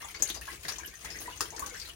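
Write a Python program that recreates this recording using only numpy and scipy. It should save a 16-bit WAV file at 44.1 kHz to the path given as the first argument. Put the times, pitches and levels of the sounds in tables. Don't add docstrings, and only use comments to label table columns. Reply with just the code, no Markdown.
import sys
import numpy as np
from scipy import signal
from scipy.fft import rfft, irfft, next_fast_len
from scipy.io import wavfile

SR = 44100
rng = np.random.default_rng(int(sys.argv[2]) if len(sys.argv) > 2 else 0)


def dump_mix(stems):
    frames = np.atleast_2d(stems).T
    limited = np.clip(frames, -1, 1)
    pcm = np.round(limited * 32767).astype(np.int16)
    wavfile.write(sys.argv[1], SR, pcm)


N = 85995

# frequency_hz, gain_db
SPRAY_SPECTRUM = [(2000, 7.5), (6000, -29), (9000, 5.5), (12000, 9.5), (16000, 13.5)]


def amp(db):
    return 10 ** (np.asarray(db) / 20)


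def unit(x):
    return x / np.sqrt(np.mean(x ** 2) + 1e-20)


def along(points, hz):
    f, value = np.transpose(points)
    return np.interp(np.log(hz + 1), np.log(f + 1), value)


def level(rows):
    return amp(np.interp(np.arange(N) / SR, *np.transpose(rows)))


def clock():
    return np.arange(SR // 8) / SR


def add(out, start_s, x):
    i = int(np.clip(round(start_s * SR), 0, N - 1))
    out[..., i:i + x.shape[-1]] += x[..., :N - i]


def coloured(x, spectrum):
    size = 2048
    gain = amp(along(spectrum, np.fft.rfftfreq(size, 1 / SR)))
    cepstrum = irfft(np.log(gain))
    cepstrum[1:size // 2] *= 2
    cepstrum[size // 2 + 1:] = 0
    response = irfft(np.exp(rfft(cepstrum)))
    return signal.fftconvolve(x, response)[:len(x)]


def stall(x):
    # frequency_hz, t60_s
    decay = [(200, .22), (1000, .17), (3000, 0.16), (7000, 0.13), (16000, 0.11)]
    # frequency_hz, correlation
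    likeness = [(100, 0.8), (250, 0.84), (500, 0.53), (1000, 0.0071), (16000, 0)]
    direct_db, walls_db, walls_t60_s = -6.5, -5, 0.029
    hz, t, noise = signal.stft(rng.standard_normal((2, SR // 4)), SR, nperseg=256)
    tail = signal.istft(noise * amp(-60 * t / along(decay, hz)[:, None]), SR, nperseg=256)[1]
    t = np.arange(tail.shape[1]) / SR
    walls = rng.standard_normal(tail.shape) ** 3 * amp(-60 * t / walls_t60_s)
    walls /= np.linalg.norm(walls, axis=1, keepdims=True)
    response = tail / np.linalg.norm(tail[0]) + amp(walls_db) * walls
    response[[0, 1], rng.integers(0, 12, 2)] += amp(direct_db)
    sides = rfft(response)
    correlation = np.clip(along(likeness, np.fft.rfftfreq(len(t), 1 / SR)), -1, 1)
    blend = np.arcsin(correlation) / 2
    response = irfft(np.cos(blend) * sides + np.sin(blend) * sides[::-1])[:, :SR // 5]
    return signal.fftconvolve(x[None], response, axes=1)


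def in_stall(drop):
    pair = stall(drop)
    return pair / np.sqrt(np.sum(pair ** 2, axis=1, keepdims=True) / (0.0025 * SR))


def scattered(x):
    out, block = np.zeros((2, N)), 2048
    for i in range(0, N, block):
        add(out, i / SR, stall(x[i:i + block]))
    return unit(out)


def hum_and_rumble():
    # frequency_hz, gain_db
    rumble_spectrum = [(15, -81), (30, 5.5), (48, -0.5), (78, 2.5), (105, -6.5), (170, -16), (260, -27),
                       (600, -38), (2000, -52), (16000, -32.5)]
    hum_hz, hum_db, rumble_db = 57.4, -61, -54
    mid, side = (unit(coloured(rng.standard_normal(N), rumble_spectrum)) for _ in range(2))
    hum = np.sqrt(2) * np.sin(2 * np.pi * (hum_hz * np.arange(N) / SR + rng.random()))
    width = amp(-18) * np.array([side, -side])
    return amp(hum_db) * hum + amp(rumble_db) * (mid + width)


def impacts(per_s, spread_db):
    when, size, polarity = rng.random((int(per_s * N / SR), 3)).T
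    strengths = amp(-spread_db * np.log(np.maximum(size, .03))) * np.sign(polarity - .5)
    return np.bincount((when * N).astype(int), strengths, N)


def pan_ring(force):
    # pitch_hz, width_hz, level_db
    modes = [(70.5, 46, 0), (168.5, 37.5, -1), (327, 66, -2), (428.5, 42, 0), (472.3, 50, -0.5),
             (684, 29.4, -3.5), (874, 97, -15)]
    size = next_fast_len(len(force) + SR // 4)
    f = np.fft.rfftfreq(size, 1 / SR)
    body = sum((-1) ** k * amp(db) * 1j * f * width / (hz * hz - f * f + 1j * f * width)
               for k, (hz, width, db) in enumerate(modes))
    return irfft(rfft(force, size) * body, size)[:len(force)]


def bubble(hz, cycles, attack_s):
    t, rise = clock(), 0.093
    age = t * hz / cycles
    pitch = hz * (1 + rise * np.minimum(age, 1))
    envelope = amp(-60 * age) * (1 - np.exp(-t / attack_s))
    return np.sin(2 * np.pi * np.cumsum(pitch) / SR) * envelope


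def fizz():
    per_s, centre_hz, spread_octaves = 330, 3906, 1.386
    out = np.zeros(N)
    for when, pitch, faintness in rng.random((int(per_s * N / SR), 3)):
        hz = centre_hz * 2 ** (spread_octaves * (2 * pitch - 1))
        add(out, when * N / SR, amp(-14 * faintness) * bubble(hz, cycles=54, attack_s=0.00024))
    return out


def stream():
    # time_s, level_db
    flow = [(0, -43), (.12, -53), (.155, -59), (.3, -43.5), (.375, -58.5), (.4, -69), (.43, -51),
            (.53, -47), (.59, -55), (.72, -44), (.77, -51.5), (.89, -55.5), (.93, -54.5), (1.02, -53),
            (1.07, -50), (1.21, -49.5), (1.33, -50), (1.395, -54), (1.46, -48.5), (1.54, -55), (1.6, -55.5),
            (1.75, -48), (1.87, -52), (1.95, -61)]
    # time_s, level_db
    drumming = [(0, -53), (.1, -71.5), (.21, -59.5), (.36, -78), (.44, -65), (.53, -62.5), (.6, -67),
                (.69, -59.5), (.87, -64), (.98, -77.5), (1.09, -54.5), (1.29, -57.5), (1.35, -64),
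                (1.5, -58), (1.59, -55), (1.73, -67), (1.95, -67.5)]
    # frequency_hz, gain_db
    patter_spectrum = [(300, -29), (700, -6.5), (1100, 4), (1900, 3), (3000, 4.5), (4700, 2), (6500, -3),
                       (8000, -20), (11000, -5.5), (16000, -2.5)]
    patter = scattered(coloured(impacts(per_s=500, spread_db=5), patter_spectrum))
    drum = scattered(pan_ring(impacts(per_s=300, spread_db=3)))
    mist = scattered(coloured(impacts(per_s=1500, spread_db=1.5), SPRAY_SPECTRUM))
    water = amp(-1) * patter + amp(-15) * mist + amp(-4.5) * scattered(fizz())
    return level(flow) * water + amp(1) * level(drumming) * drum


def gurgles():
    # start_s, level_db, pitch_hz, life_cycles
    plinks = [(.008, -45, 1750, 28), (0.026, -39, 1160, 45), (0.048, -40.5, 940, 22), (.097, -43, 2190, 32),
              (.147, -38.5, 2140, 47), (.15, -40, 4520, 124), (.362, -42, 830, 3), (.415, -42, 1760, 38),
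              (0.418, -42.5, 2595, 80), (.477, -36.5, 1050, 43), (0.479, -34.5, 1630, 69),
              (0.5, -40.5, 1962, 79), (0.651, -35, 1830, 28), (0.684, -36.5, 1700, 34),
              (0.784, -40.5, 997, 35), (0.807, -44, 2300, 60), (.833, -37, 1658, 47),
              (0.847, -40, 2970, 51), (0.941, -46, 1800, 70), (1.058, -36, 2015, 39),
              (1.083, -41, 1880, 34), (1.155, -37, 1920, 27), (1.257, -37.5, 1880, 39),
              (1.277, -34, 980, 40), (1.322, -41, 2850, 63), (1.525, -42.5, 870, 31),
              (1.547, -41.5, 900, 23), (1.58, -40.5, 1540, 7), (1.6, -40.5, 950, 26),
              (1.623, -29, 1124, 66), (1.668, -49, 797, 30), (1.67, -45, 1430, 48), (1.71, -43.5, 2160, 60),
              (1.718, -47, 480, 46), (1.746, -40, 1740, 13), (1.894, -40, 2950, 23)]
    parent_db, daughter_db, attack_s = 1.5, -13.5, 0.00054
    split_within_s, scatter_octaves = .025, 0.35
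    out = np.zeros((2, N))
    for start_s, db, hz, cycles in plinks:
        add(out, start_s, amp(db + parent_db) * in_stall(bubble(hz, cycles, attack_s)))
        for delay, pitch in rng.random((2, 2)):
            daughter_hz = hz * 2 ** (scatter_octaves * (2 * pitch - .5))
            daughter = bubble(daughter_hz, cycles / 2, attack_s)
            add(out, start_s + split_within_s * delay, amp(db + daughter_db) * in_stall(daughter))
    return out


def ticks():
    # start_s, level_db, pitch_hz, life_cycles
    drops = [(.047, -42.5, 6750, 55), (.2228, -16.5, 6470, 28), (.2742, -31.5, 4330, 38),
             (.277, -37.5, 10400, 18), (.2887, -33, 6200, 48), (.3015, -22, 3680, 12),
             (.3445, -34, 6000, 23), (.372, -33.5, 4800, 40), (.683, -27.5, 4470, 43),
             (.686, -27, 5280, 60), (.692, -27, 4640, 40), (.7235, -32, 5800, 40),
             (0.7841, -32.5, 6000, 14), (.86, -32, 12000, 46), (.876, -40.5, 5200, 60),
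             (.955, -42, 6100, 40), (1.1035, -30.5, 5100, 98), (1.125, -34.5, 5160, 124),
             (1.188, -36, 6200, 36), (1.374, -40, 6200, 26), (1.4066, -23.5, 5000, 11),
             (1.5045, -38, 6200, 16), (1.564, -32, 5100, 9.5), (1.595, -34, 6600, 12),
             (1.662, -33, 5740, 12), (1.6975, -41, 6740, 30), (1.768, -36.5, 5360, 63.5),
             (1.7993, -29.5, 4780, 11), (1.8155, -29, 4520, 36), (1.8565, -33, 4050, 43)]
    out = np.zeros((2, N))
    for start_s, db, hz, cycles in drops:
        add(out, start_s, amp(db - 5.5) * in_stall(bubble(hz, cycles, attack_s=0.0001)))
    return out


def droplet_burst(t60_s):
    t, graininess = clock(), 3.14
    grains = rng.standard_normal(len(t)) * rng.random(len(t)) ** graininess
    return grains * amp(-60 * t / t60_s)


def slaps():
    # start_s, smack_db, spray_db, thud_db, breakup_s
    blobs = [(.143, -34.5, -54, -51, 0.11), (.198, -38, -56, -43, 0.041), (0.224, -34, -27.5, -49, 0.026),
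             (0.299, -38.5, -38, -41.5, 0.012), (0.346, -34, -39, -66, 0.096),
             (0.412, -42, -39, -57, 0.004), (0.526, -41.5, -43, -49.5, .05), (.648, -38, -62, -41, 0.13),
             (.682, -29, -33, -45.5, 0.09), (0.873, -41, -56, -48.5, 0.086),
             (1.047, -34.5, -38.5, -54, 0.038), (1.105, -42, -49, -66, 0.011),
             (1.204, -40, -32.5, -72, 0.18), (1.407, -22, -28, -37, 0.01), (1.593, -38, -30.5, -47, 0.025),
             (1.619, -59.5, -40, -60, 0.032), (1.661, -38.5, -37, -48, 0.06), (1.74, -39, -55, -47, 0.044),
             (1.886, -40.5, -43.5, -55, 0.047)]
    # frequency_hz, gain_db
    smack_spectrum = [(150, -6), (500, -21), (1100, 4.5), (2500, 0), (4800, 4), (7000, -5), (9000, -36),
                      (16000, -25)]
    out = np.zeros((2, N))
    for start_s, smack_db, spray_db, thud_db, breakup_s in blobs:
        smack = in_stall(coloured(droplet_burst(breakup_s), smack_spectrum))
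        spray = in_stall(coloured(droplet_burst(breakup_s), SPRAY_SPECTRUM))
        thud = in_stall(pan_ring(droplet_burst(t60_s=0.018)))
        add(out, start_s, amp(smack_db) * smack + amp(spray_db) * spray + amp(thud_db) * thud)
    return out


def scene():
    return ticks() + gurgles() + slaps() + hum_and_rumble() + stream()


def record(dry):
    # frequency_hz, gain_db
    left_mic = [(100, -1.5), (300, 7.5), (480, 7), (700, 5), (1200, 1), (2500, 3), (4000, 2.5), (5500, 5),
                (6400, 12), (7700, 12.5), (9500, 16), (12000, 1.5), (16000, -11.5)]
    # frequency_hz, gain_db
    right_mic = [(100, -5), (300, 0), (480, -4), (700, 4.5), (1200, -1), (2500, -1), (4000, -3),
                 (5500, -3.5), (6400, -8.5), (7700, 0.5), (9500, 4.5), (12000, 4.5), (16000, 2)]
    top_hz = 16100
    pair = np.array([coloured(dry[0], left_mic), coloured(dry[1], right_mic)])
    size = next_fast_len(N + SR // 4)
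    passband = np.fft.rfftfreq(size, 1 / SR) < top_hz
    return irfft(rfft(pair, size) * passband, size)[:, :N]


dry = scene()
out = record(dry)
dump_mix(out)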